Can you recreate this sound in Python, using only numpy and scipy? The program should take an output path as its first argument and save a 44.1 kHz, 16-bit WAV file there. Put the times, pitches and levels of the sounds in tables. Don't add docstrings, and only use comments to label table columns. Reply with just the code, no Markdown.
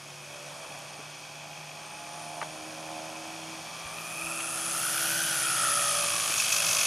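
import sys
import numpy as np
from scipy import signal
from scipy.fft import rfft, irfft
from scipy.io import wavfile
from scipy.ndimage import uniform_filter1d

SR = 44100
rng = np.random.default_rng(int(sys.argv[2]) if len(sys.argv) > 2 else 0)


def generate_wav(sig):
    pcm = np.round(np.clip(np.atleast_2d(sig).T, -1, 1) * 32767).astype(np.int16)
    wavfile.write(sys.argv[1], SR, pcm)


N = 302905
TIME = np.arange(N) / SR
GEAR_RATIO, PINION_TEETH = 4.5, 10


def undb(db):
    return 10 ** (np.asarray(db) / 20)


def unit(x):
    return x / np.sqrt(np.mean(x ** 2))


def curves(table):
    seconds, *columns = np.transpose(table)
    return [np.interp(TIME, seconds, column) for column in columns]


def level(table):
    return undb(curves(table)[0])


def walk(rate):
    hold = max(2, int(SR / rate))
    steps = np.repeat(rng.standard_normal(N // hold + 1), hold)
    smooth = uniform_filter1d(uniform_filter1d(steps, hold), hold)
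    return unit(smooth[:N])


def colour(x, points, bumps=()):
    f = np.arange(N // 2 + 1) * SR / N
    hz, db = np.transpose(points)
    shape = np.interp(np.log(f + 1), np.log(hz), db)
    for centre, width, height in bumps:
        shape = shape + height * np.exp(-2 * ((f - centre) / width) ** 2)
    return irfft(rfft(x) * undb(shape), N)


def blend(tone, noise, share):
    share = np.clip(share, 0, 1)
    return np.sqrt(share) * tone + np.sqrt(1 - share) * noise


def throb(turns, depth_db):
    return unit(undb(depth_db * np.cos(2 * np.pi * turns)))


# pitch_hz, density_db_per_hz
FIELD_COLOUR = [(15, -60), (25, -27.5), (97, -13), (145, -5.5), (168, -6), (195, -6), (247, -10.5),
                (303, -8), (461, -10.5), (619, -1), (814, -1.5), (1070, -4.5), (1200, -10), (2000, -12),
                (2600, -45), (4400, -120)]
# time_s, level_db
FIELD_LEVEL = [(0, -52.5), (.24, -51.5), (.3, -49.5), (.75, -48), (1.15, -51.5), (1.9, -49), (2.9, -46.5),
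               (3.5, -47.5), (6.87, -44)]


def field():
    air = unit(colour(rng.standard_normal(N), FIELD_COLOUR))
    return air * undb(curves(FIELD_LEVEL)[0] + 0.22 * walk(5.7))


# time_s, rate_firings_per_s
ENGINE_SPEED = [(0, 72), (1, 73.8), (1.5, 75.6), (3.5, 80.8), (4, 81.8), (4.6, 82.5), (6.87, 82.7)]
# time_s, level_db
FIFTH_LEVEL = [(0, -61), (.2, -61), (.5, -69.5), (6.87, -69)]
# time_s, level_db
DRONE_LEVEL = [(0, -71.5), (2.1, -62.5), (2.9, -51), (3.5, -52.5), (3.85, -69.5), (4.25, -52.5), (5.4, -51),
               (6.87, -71.5)]
# multiple_of_firing_rate, strength_db
DRONE_PARTIALS = [(3, -12), (4, 1.5)]
# time_s, level_db
PIPE_LEVEL = [(0, -64), (.45, -57), (1.2, -66), (1.95, -62), (2.25, -60.5), (2.92, -48), (3.15, -50),
              (3.4, -59), (4.2, -57.5), (4.35, -47.5), (4.5, -55), (5.2, -51), (5.45, -57), (5.8, -41.5),
              (6.05, -41.5), (6.3, -60.5), (6.7, -45), (6.87, -50)]
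# multiple_of_firing_rate, strength_db
PIPE_PARTIALS = [(7, -1.5), (8, -10.5)]
# time_s, level_db
BARK_LEVEL = [(0, -77), (.75, -57), (1.2, -70), (1.4, -58.5), (1.8, -63), (2, -60), (2.2, -54.5),
              (2.42, -44.5), (2.65, -57), (2.92, -48.5), (3.25, -52.5), (3.6, -60.5), (6.87, -55.5)]
# multiple_of_firing_rate, strength_db
BARK_PARTIALS = [(8, -8), (9, 1), (10, -3.5), (12, -13), (13, -11.5)]
# time_s, level_db
EIGHTH_LEVEL = [(0, -77), (.22, -67), (.3, -51), (.55, -61.5), (1.2, -72)]
# time_s, level_db
ELEVENTH_LEVEL = [(0, -70), (.55, -63), (.75, -54.5), (1.2, -59.5), (1.4, -52.5), (1.75, -60),
                  (1.98, -50.5), (2.45, -53), (2.63, -74), (2.85, -51), (3.5, -64)]
ENGINE_HUM_DB = -55.5


def far_engine(waver_db=1.9, smear=0.22, scramble=0.71):
    firing = 2 * np.pi * np.cumsum(curves(ENGINE_SPEED)[0]) / SR

    def partial(order, db):
        phase = scramble * rng.standard_normal() + smear * walk(25)
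        return np.sqrt(2) * undb(db + waver_db * walk(9)) * np.cos(round(order) * firing + phase)

    def chord(partials, level_table):
        level_db, = curves(level_table)
        return sum(partial(order, db + level_db) for order, db in partials)

    hum = partial(order=2, db=ENGINE_HUM_DB)
    hum = hum + partial(order=5, db=curves(FIFTH_LEVEL)[0])
    drone = chord(DRONE_PARTIALS, DRONE_LEVEL)
    pipe = chord(PIPE_PARTIALS, PIPE_LEVEL)
    bark = chord(BARK_PARTIALS, BARK_LEVEL)
    bark = bark + partial(order=8, db=curves(EIGHTH_LEVEL)[0])
    bark = bark + partial(order=11, db=curves(ELEVENTH_LEVEL)[0])
    return hum + drone, pipe + bark


# start_s, level_db, pitch_hz, decay_s, grit_0_to_1
KNOCKS = [(0.63, -47, 850, .25, .95), (0.749, -42.5, 1150, .05, .9), (0.79, -42, 10000, .006, 1),
          (0.992, -41, 430, .06, .6), (2.4152, -25, 1300, .013, .45), (2.4183, -30, 1150, .012, .3),
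          (2.4255, -27, 900, .018, .35), (2.4285, -29, 1500, .016, .45), (3.84, -52, 65, .22, .5),
          (3.984, -33.5, 2550, .022, .1), (4.235, -50, 70, .14, .5), (4.402, -35, 1700, .06, .95),
          (6.295, -41, 350, .05, .9)]


def knocks():
    out = np.zeros(N)
    for start, db, hz, decay, grit in KNOCKS:
        sounding = (TIME > start) & (TIME < start + decay)
        t = TIME[sounding] - start
        band = signal.butter(3, [hz / 2, 2 * hz], "bandpass", fs=SR, output="sos")
        grain = unit(signal.sosfilt(band, rng.standard_normal(len(t))))
        attack = np.minimum(1, 2 * hz * t)
        ring = -np.sqrt(2) * np.sin(2 * np.pi * hz * t) * attack
        out[sounding] += undb(db - 45 * t / decay) * blend(ring, grain, 1 - grit)
    return out


# pitch_hz, gain_db
RATTLE_COLOUR = [(260, -64), (450, -14), (561, -8.5), (752, -9.5), (884, -47), (1200, 0), (1900, -7.5),
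                 (2580, -3.5), (2820, -4), (3460, -6.5), (3830, -5), (6130, -3), (7310, -10), (10500, -13),
                 (15000, -41)]
# centre_hz, width_hz, gain_db
AIRFRAME = [(2040, 190, -3), (2520, 830, 1), (3294, 325, 7), (3990, 280, -3.5), (6760, 290, 6),
            (7220, 680, -4.5)]


def tooth_clicks(teeth, scatter_db):
    at = np.flatnonzero(np.diff(np.floor(teeth)) > 0)
    chance = rng.standard_normal((len(at), 2))
    clicks = np.zeros(N)
    clicks[at] = undb(scatter_db * chance[:, 0]) * np.sign(chance[:, 1])
    return unit(clicks)


def tooth_rattle(motor, blades, slack, near, scrape_db=4):
    contact = tooth_clicks(PINION_TEETH * motor, scatter_db=3.0)
    contact = contact + undb(scrape_db) * rng.standard_normal(N)
    contact = contact * throb(blades, depth_db=near * (1.46 + 0.61 * slack))
    contact = contact * throb(motor, depth_db=near * (1.0 + 0.81 * slack))
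    return unit(colour(contact, RATTLE_COLOUR, AIRFRAME))


def chatter(prop, blades, points, blade_db, motor_db):
    scrape = rng.standard_normal(N) * throb(blades, blade_db)
    scrape = scrape * throb(GEAR_RATIO * prop + rng.random(), motor_db)
    return unit(colour(scrape, points))


# multiple_of_propeller_speed, strength_db
HUM_ORDERS = [(2, -32), (3, -15), (4, -3), (4.5, 0), (6, -9), (8, -13)]


def low_hum(prop):
    return unit(sum(undb(db + 2.2 * walk(25)) * np.sin(2 * np.pi * k * prop) for k, db in HUM_ORDERS))


def runout(turns, count):
    phases = rng.uniform(0, 2 * np.pi, count)
    return unit(sum(np.sin(2 * np.pi * k * turns + p) / np.sqrt(k) for k, p in enumerate(phases, 2)))


# time_s, swing_radians
WOBBLE = [(0, .3), (3.85, .4), (4.15, 2), (4.5, 2.6), (4.95, 2.1), (5.12, .6), (6.87, .8)]
OVERTONE_DB = [-21, -7, -6, -3, -1, 0, -6, -10]
# pitch_hz, gain_db
WHISTLE_COLOUR = [(3000, -28), (4200, -14), (6300, 0), (7500, -5), (8850, -7), (9500, -2), (10500, -6),
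                  (11300, -9.5), (12300, -9), (15000, -18)]


def mesh_tones(speed, prop, blades, slack, near, uneven=0.018, flutter=.014):
    motor = GEAR_RATIO * prop
    steady = 2 * np.pi * PINION_TEETH * motor
    wobble = curves(WOBBLE)[0] * (np.sin(2 * np.pi * prop) + .25 * runout(prop, count=4))
    blade_swing = 1.25 * near * np.sin(2 * np.pi * (blades - .1))
    jitter = (.2 + .45 * near) * walk(250) + .35 * walk(30)
    mesh = np.sin(steady + wobble + blade_swing + jitter)
    mesh = mesh * throb(blades + .1, depth_db=6 * near ** 2)
    mesh = mesh * undb(.8 * runout(prop, count=8) + 1.8 * walk(180) + 1.2 * walk(30))
    mesh = colour(mesh, [(700, -25), (1000, 1), (1150, 0.5), (1520, -0.5), (1800, -6)])

    swing = .055 * np.sin(2 * np.pi * prop) + uneven * runout(prop, count=5) + flutter * walk(300)
    swing_speed = speed * (1 - .85 * slack) * swing
    lead = 2 * np.pi * PINION_TEETH * GEAR_RATIO * np.cumsum(swing_speed) / SR
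    octave = np.sin(2 * steady + wobble + .5 * lead * near + .75 * walk(90))
    octave = octave * throb(motor, depth_db=4.5) * undb(2 * walk(200))
    overtones = sum(undb(db + 3.5 * walk(330)) * np.sin(k * (steady + lead) + 1.1 * walk(800))
                    for k, db in enumerate(OVERTONE_DB, 3))
    whistle = unit(colour(overtones, WHISTLE_COLOUR)) * throb(motor, depth_db=3.5)
    return unit(mesh), unit(octave), whistle


# time_s, level_db
SLAP_LEVEL = [(0, -75), (5.4, -55), (5.9, -42), (6.36, -40.5), (6.385, -32), (6.44, -33), (6.48, -39),
              (6.51, -31), (6.58, -31), (6.605, -35), (6.66, -32.5), (6.7, -30), (6.87, -31.5)]
# pitch_hz, gain_db
SLAP_COLOUR = [(300, -50), (2100, -22), (2600, -11), (3600, -7), (5200, -0.5), (6300, 5.5), (6850, 2),
               (7300, -7), (10800, -11), (12000, -11), (14000, -21)]
SLAP_ATTACK_S, SLAP_DECAY_S, RING_DECAY_S = 0.0014, 0.01, 0.0067
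RING_HZ, RING_DB = 2577, -5


def strikes(blades, speed, decay_s):
    since_s = (blades % 1) / (2 * speed)
    rise = 1 - np.exp(-(since_s / SLAP_ATTACK_S) ** 2)
    return unit(rise * np.exp(-since_s / decay_s))


def slaps(blades, speed, scatter_db=2.0, ring_scatter_db=4):
    which = np.floor(blades - np.floor(blades.min())).astype(int)
    chance = rng.standard_normal((which.max() + 1, 2))[which]
    grit = rng.standard_normal(N) * strikes(blades, speed, SLAP_DECAY_S)
    grit = unit(colour(grit, SLAP_COLOUR))
    ring = np.sin(2 * np.pi * RING_HZ * TIME + 1.1 * walk(150)) * strikes(blades, speed, RING_DECAY_S)
    ring = unit(ring * undb(ring_scatter_db * chance[:, 1]))
    return (grit + undb(RING_DB) * ring) * undb(curves(SLAP_LEVEL)[0] + scatter_db * chance[:, 0])


# time_s, pitch_hz, level_db
TIP = [(0, 8400, -73), (.45, 8550, -62), (.7, 8850, -58), (1.1, 8850, -60), (1.45, 8650, -67),
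       (1.7, 8700, -62), (1.9, 8850, -56), (2.35, 9000, -57), (2.9, 9000, -59.5), (3.35, 8720, -59),
       (3.8, 8950, -56), (4.25, 9850, -48), (4.65, 9800, -42), (4.87, 10200, -37), (5.2, 10700, -40),
       (5.5, 10300, -34), (5.8, 10150, -34), (6.15, 9850, -42), (6.87, 9900, -53)]
TIP_SWEEP, TIP_MISMATCH = 0.16, 0.0323


def tip_whistle(blades, near, rough=0.74, flicker_db=2.0):
    centre_hz, level_db = curves(TIP)
    sweep = blades % 1
    mismatch = TIP_MISMATCH * np.sign(np.sin(np.pi * blades))
    width = np.clip(near / .6, 0, 1) ** 2
    hz = centre_hz * (1 + width * (TIP_SWEEP * (sweep - .5) + mismatch) + .008 * walk(60))
    tone = np.sin(2 * np.pi * np.cumsum(hz) / SR + rough * walk(900))
    chirps = tone * np.sin(np.pi * sweep) * undb(flicker_db * walk(150))
    chirps = colour(chirps, [(10600, -2.0), (11500, -2), (12500, -8)])
    return unit(chirps) * undb(level_db)


# time_s, speed_turns_per_s
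PROP_SPEED = [(0, 24.2), (.6, 25.5), (1, 25.46), (1.55, 25), (2, 25.72), (2.5, 25.65), (3.1, 25.25),
              (3.45, 25.32), (3.72, 25.8), (3.95, 26.35), (4.35, 29.05), (4.72, 29.2), (4.9, 31.15),
              (5, 31.8), (5.12, 33.15), (5.2, 33.75), (5.28, 33.4), (5.36, 32.4), (5.45, 30.9),
              (5.55, 29.85), (5.8, 28.66), (5.9, 27.86), (6.05, 26.35), (6.22, 25.2), (6.45, 24.6),
              (6.6, 24.25), (6.87, 24.1)]
# time_s, level_db
APPROACH = [(0, -51), (.45, -49), (1.4, -49.5), (2.6, -48.5), (3.7, -46.5), (4.3, -46.5), (5, -37),
            (6.25, -35), (6.7, -33.5), (6.87, -33)]
# time_s, level_db
MESH_LEVEL = [(0, -61), (.6, -62), (.95, -59), (1.5, -66), (2.1, -55), (2.6, -69), (3.2, -67), (3.5, -61),
              (3.8, -50.5), (4, -49.5), (4.3, -43.5), (4.72, -42), (4.87, -37.5), (5.05, -36), (5.2, -36),
              (5.45, -36), (5.65, -32), (5.85, -34), (6, -40), (6.15, -41), (6.4, -49.5), (6.87, -43.5)]
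# time_s, level_db
NINTH_LEVEL = [(0, -72), (1.4, -65), (2.4, -65), (2.9, -58), (3.5, -56), (4, -58), (4.3, -67), (6.87, -65)]
# time_s, level_db
WHISTLE_LEVEL = [(0, -56), (.75, -55), (1.4, -78), (2.2, -52), (3.75, -57), (4.3, -38), (4.85, -31),
                 (5.3, -31), (5.7, -29.5), (6.25, -32), (6.87, -30)]
FAR_DB, NEAR_DB = -56, -35
SLAP_AT_S = 6.623
SURGE_TURNS_PER_S2 = 9.1
RATTLE_DB = 2.5
OCTAVE_DB, OCTAVE_NEAR_DB = -9, -5
MOUNT_DB, MOUNT_SLACK_DB, MOUNT_NEAR_DB = -6, 6, -5.5
SIZZLE_DB, SIZZLE_SLACK_DB, SIZZLE_SURGE_DB = -17, -18, -7
HUM_DB, HUM_SLACK_DB = -16.5, -6.5
WHISTLE_DB = -1.5
WHISTLE_PURITY, OCTAVE_PURITY = 0.51, 0.87
TURN_S, TURN_DB, TURN_FADE_DB_PER_S = 4.26, -39, 40
STRAIN_DB = -49


def plane():
    speed, = curves(PROP_SPEED)
    level_db, = curves(APPROACH)
    surge = np.clip(np.gradient(speed, TIME) / SURGE_TURNS_PER_S2, 0, 1)
    surge = uniform_filter1d(surge, size=SR // 8)
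    prop = np.cumsum(speed) / SR + .002 * walk(8)
    prop = prop - np.interp(SLAP_AT_S, TIME, prop)
    motor = GEAR_RATIO * prop
    blades = 2 * prop - .17 + .06 * walk(40)
    slack = np.clip((30 - speed) / 6, 0, 1)
    near = np.clip((level_db - FAR_DB) / (NEAR_DB - FAR_DB), 0, 1)
    loose = near ** 2 * slack
    strain = np.clip((speed - 29.5) / 3, 0, 1)

    rattle = tooth_rattle(motor, blades, slack, near)
    mesh, octave, whistle = mesh_tones(speed, prop, blades, slack, near)
    frame_hz_db = [(1300, -39), (1600, -3.5), (1900, 1.0), (2150, -19), (2600, -42)]
    frame = chatter(prop, blades, frame_hz_db, blade_db=-3.5, motor_db=5)
    mount_hz_db = [(1900, -62), (2300, 1.5), (2560, 8.0), (2680, -5.0), (2950, -53), (4000, -60)]
    mount = chatter(prop, blades, mount_hz_db, blade_db=2.5 + .5 * near, motor_db=4.0)
    mount = unit(mount * undb(2 * near * walk(30)))
    wheel_hz_db = [(300, -50), (7500, -11), (9200, -4.5), (10500, -1.0), (11300, -9.0), (13000, -29)]
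    wheel = chatter(prop, blades + 0.22, wheel_hz_db, blade_db=2.5, motor_db=5.5)
    sizzle_hz_db = [(7000, -40), (10000, -9), (12000, 3), (13000, 2), (15000, -15)]
    sizzle = chatter(prop, blades, sizzle_hz_db, blade_db=-3, motor_db=8.9 * near)
    hum = low_hum(prop)
    ninth = unit(np.sin(2 * np.pi * 9 * motor + .4 * walk(30)) * undb(2 * walk(12)))
    octave_phase = 4 * np.pi * PINION_TEETH * GEAR_RATIO * np.cumsum(speed) / SR
    singing = unit(np.sin(octave_phase + 0.67 * walk(60)) * undb(2.2 * walk(40)))

    sizzle_gain = undb(SIZZLE_DB) + undb(SIZZLE_SLACK_DB) * loose ** 4 + undb(SIZZLE_SURGE_DB) * surge ** 2
    body = (rattle * undb(RATTLE_DB)
            + octave * undb(OCTAVE_DB + OCTAVE_NEAR_DB * near)
            + mount * undb(MOUNT_DB + MOUNT_SLACK_DB * slack + MOUNT_NEAR_DB * near)
            + sizzle * sizzle_gain
            + hum * undb(HUM_DB + HUM_SLACK_DB * slack))
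    turn_db = TURN_DB - TURN_FADE_DB_PER_S * np.abs(TIME - TURN_S)
    beamed_octave = blend(octave, mount, OCTAVE_PURITY) * throb(blades + 0.27, depth_db=1.0)
    treble = blend(whistle, wheel, WHISTLE_PURITY * (1 - loose) ** 0.37) * undb(WHISTLE_DB)
    return (body * undb(level_db)
            + (mesh + undb(-11.0) * frame) * level(MESH_LEVEL)
            + beamed_octave * undb(turn_db)
            + singing * strain * undb(STRAIN_DB)
            + ninth * level(NINTH_LEVEL)
            + treble * level(WHISTLE_LEVEL)
            + tip_whistle(blades, near)
            + slaps(blades + .17, speed))


def place(x, pan_db, spread_db):
    t = np.arange(SR // 8) / SR
    scatter = rng.standard_normal(len(t)) * np.exp(-t / 0.035)
    scatter = scatter / np.linalg.norm(scatter)
    side = signal.fftconvolve(x, scatter)[:N] * undb(spread_db)
    side = colour(side, [(25, 0), (70, -34), (160, -18), (400, -3.0), (2000, 2.0), (5000, 6.5), (10000, 3.5)])
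    return np.array([x * undb(pan_db / 2) + side, x * undb(-pan_db / 2) - side])


def scene():
    hum, bark = far_engine()
    return (place(field(), pan_db=0.0, spread_db=-10.0)
            + place(hum, pan_db=-0.6, spread_db=-20.5)
            + place(bark, pan_db=-4.0, spread_db=-39)
            + place(knocks(), pan_db=1.5, spread_db=-15)
            + place(plane(), pan_db=0.3, spread_db=-22.5))


TOP_HZ = 15100


def record(dry):
    return signal.sosfilt(signal.ellip(10, .2, 80, TOP_HZ, fs=SR, output="sos"), dry)


dry = scene()
out = record(dry)
generate_wav(out)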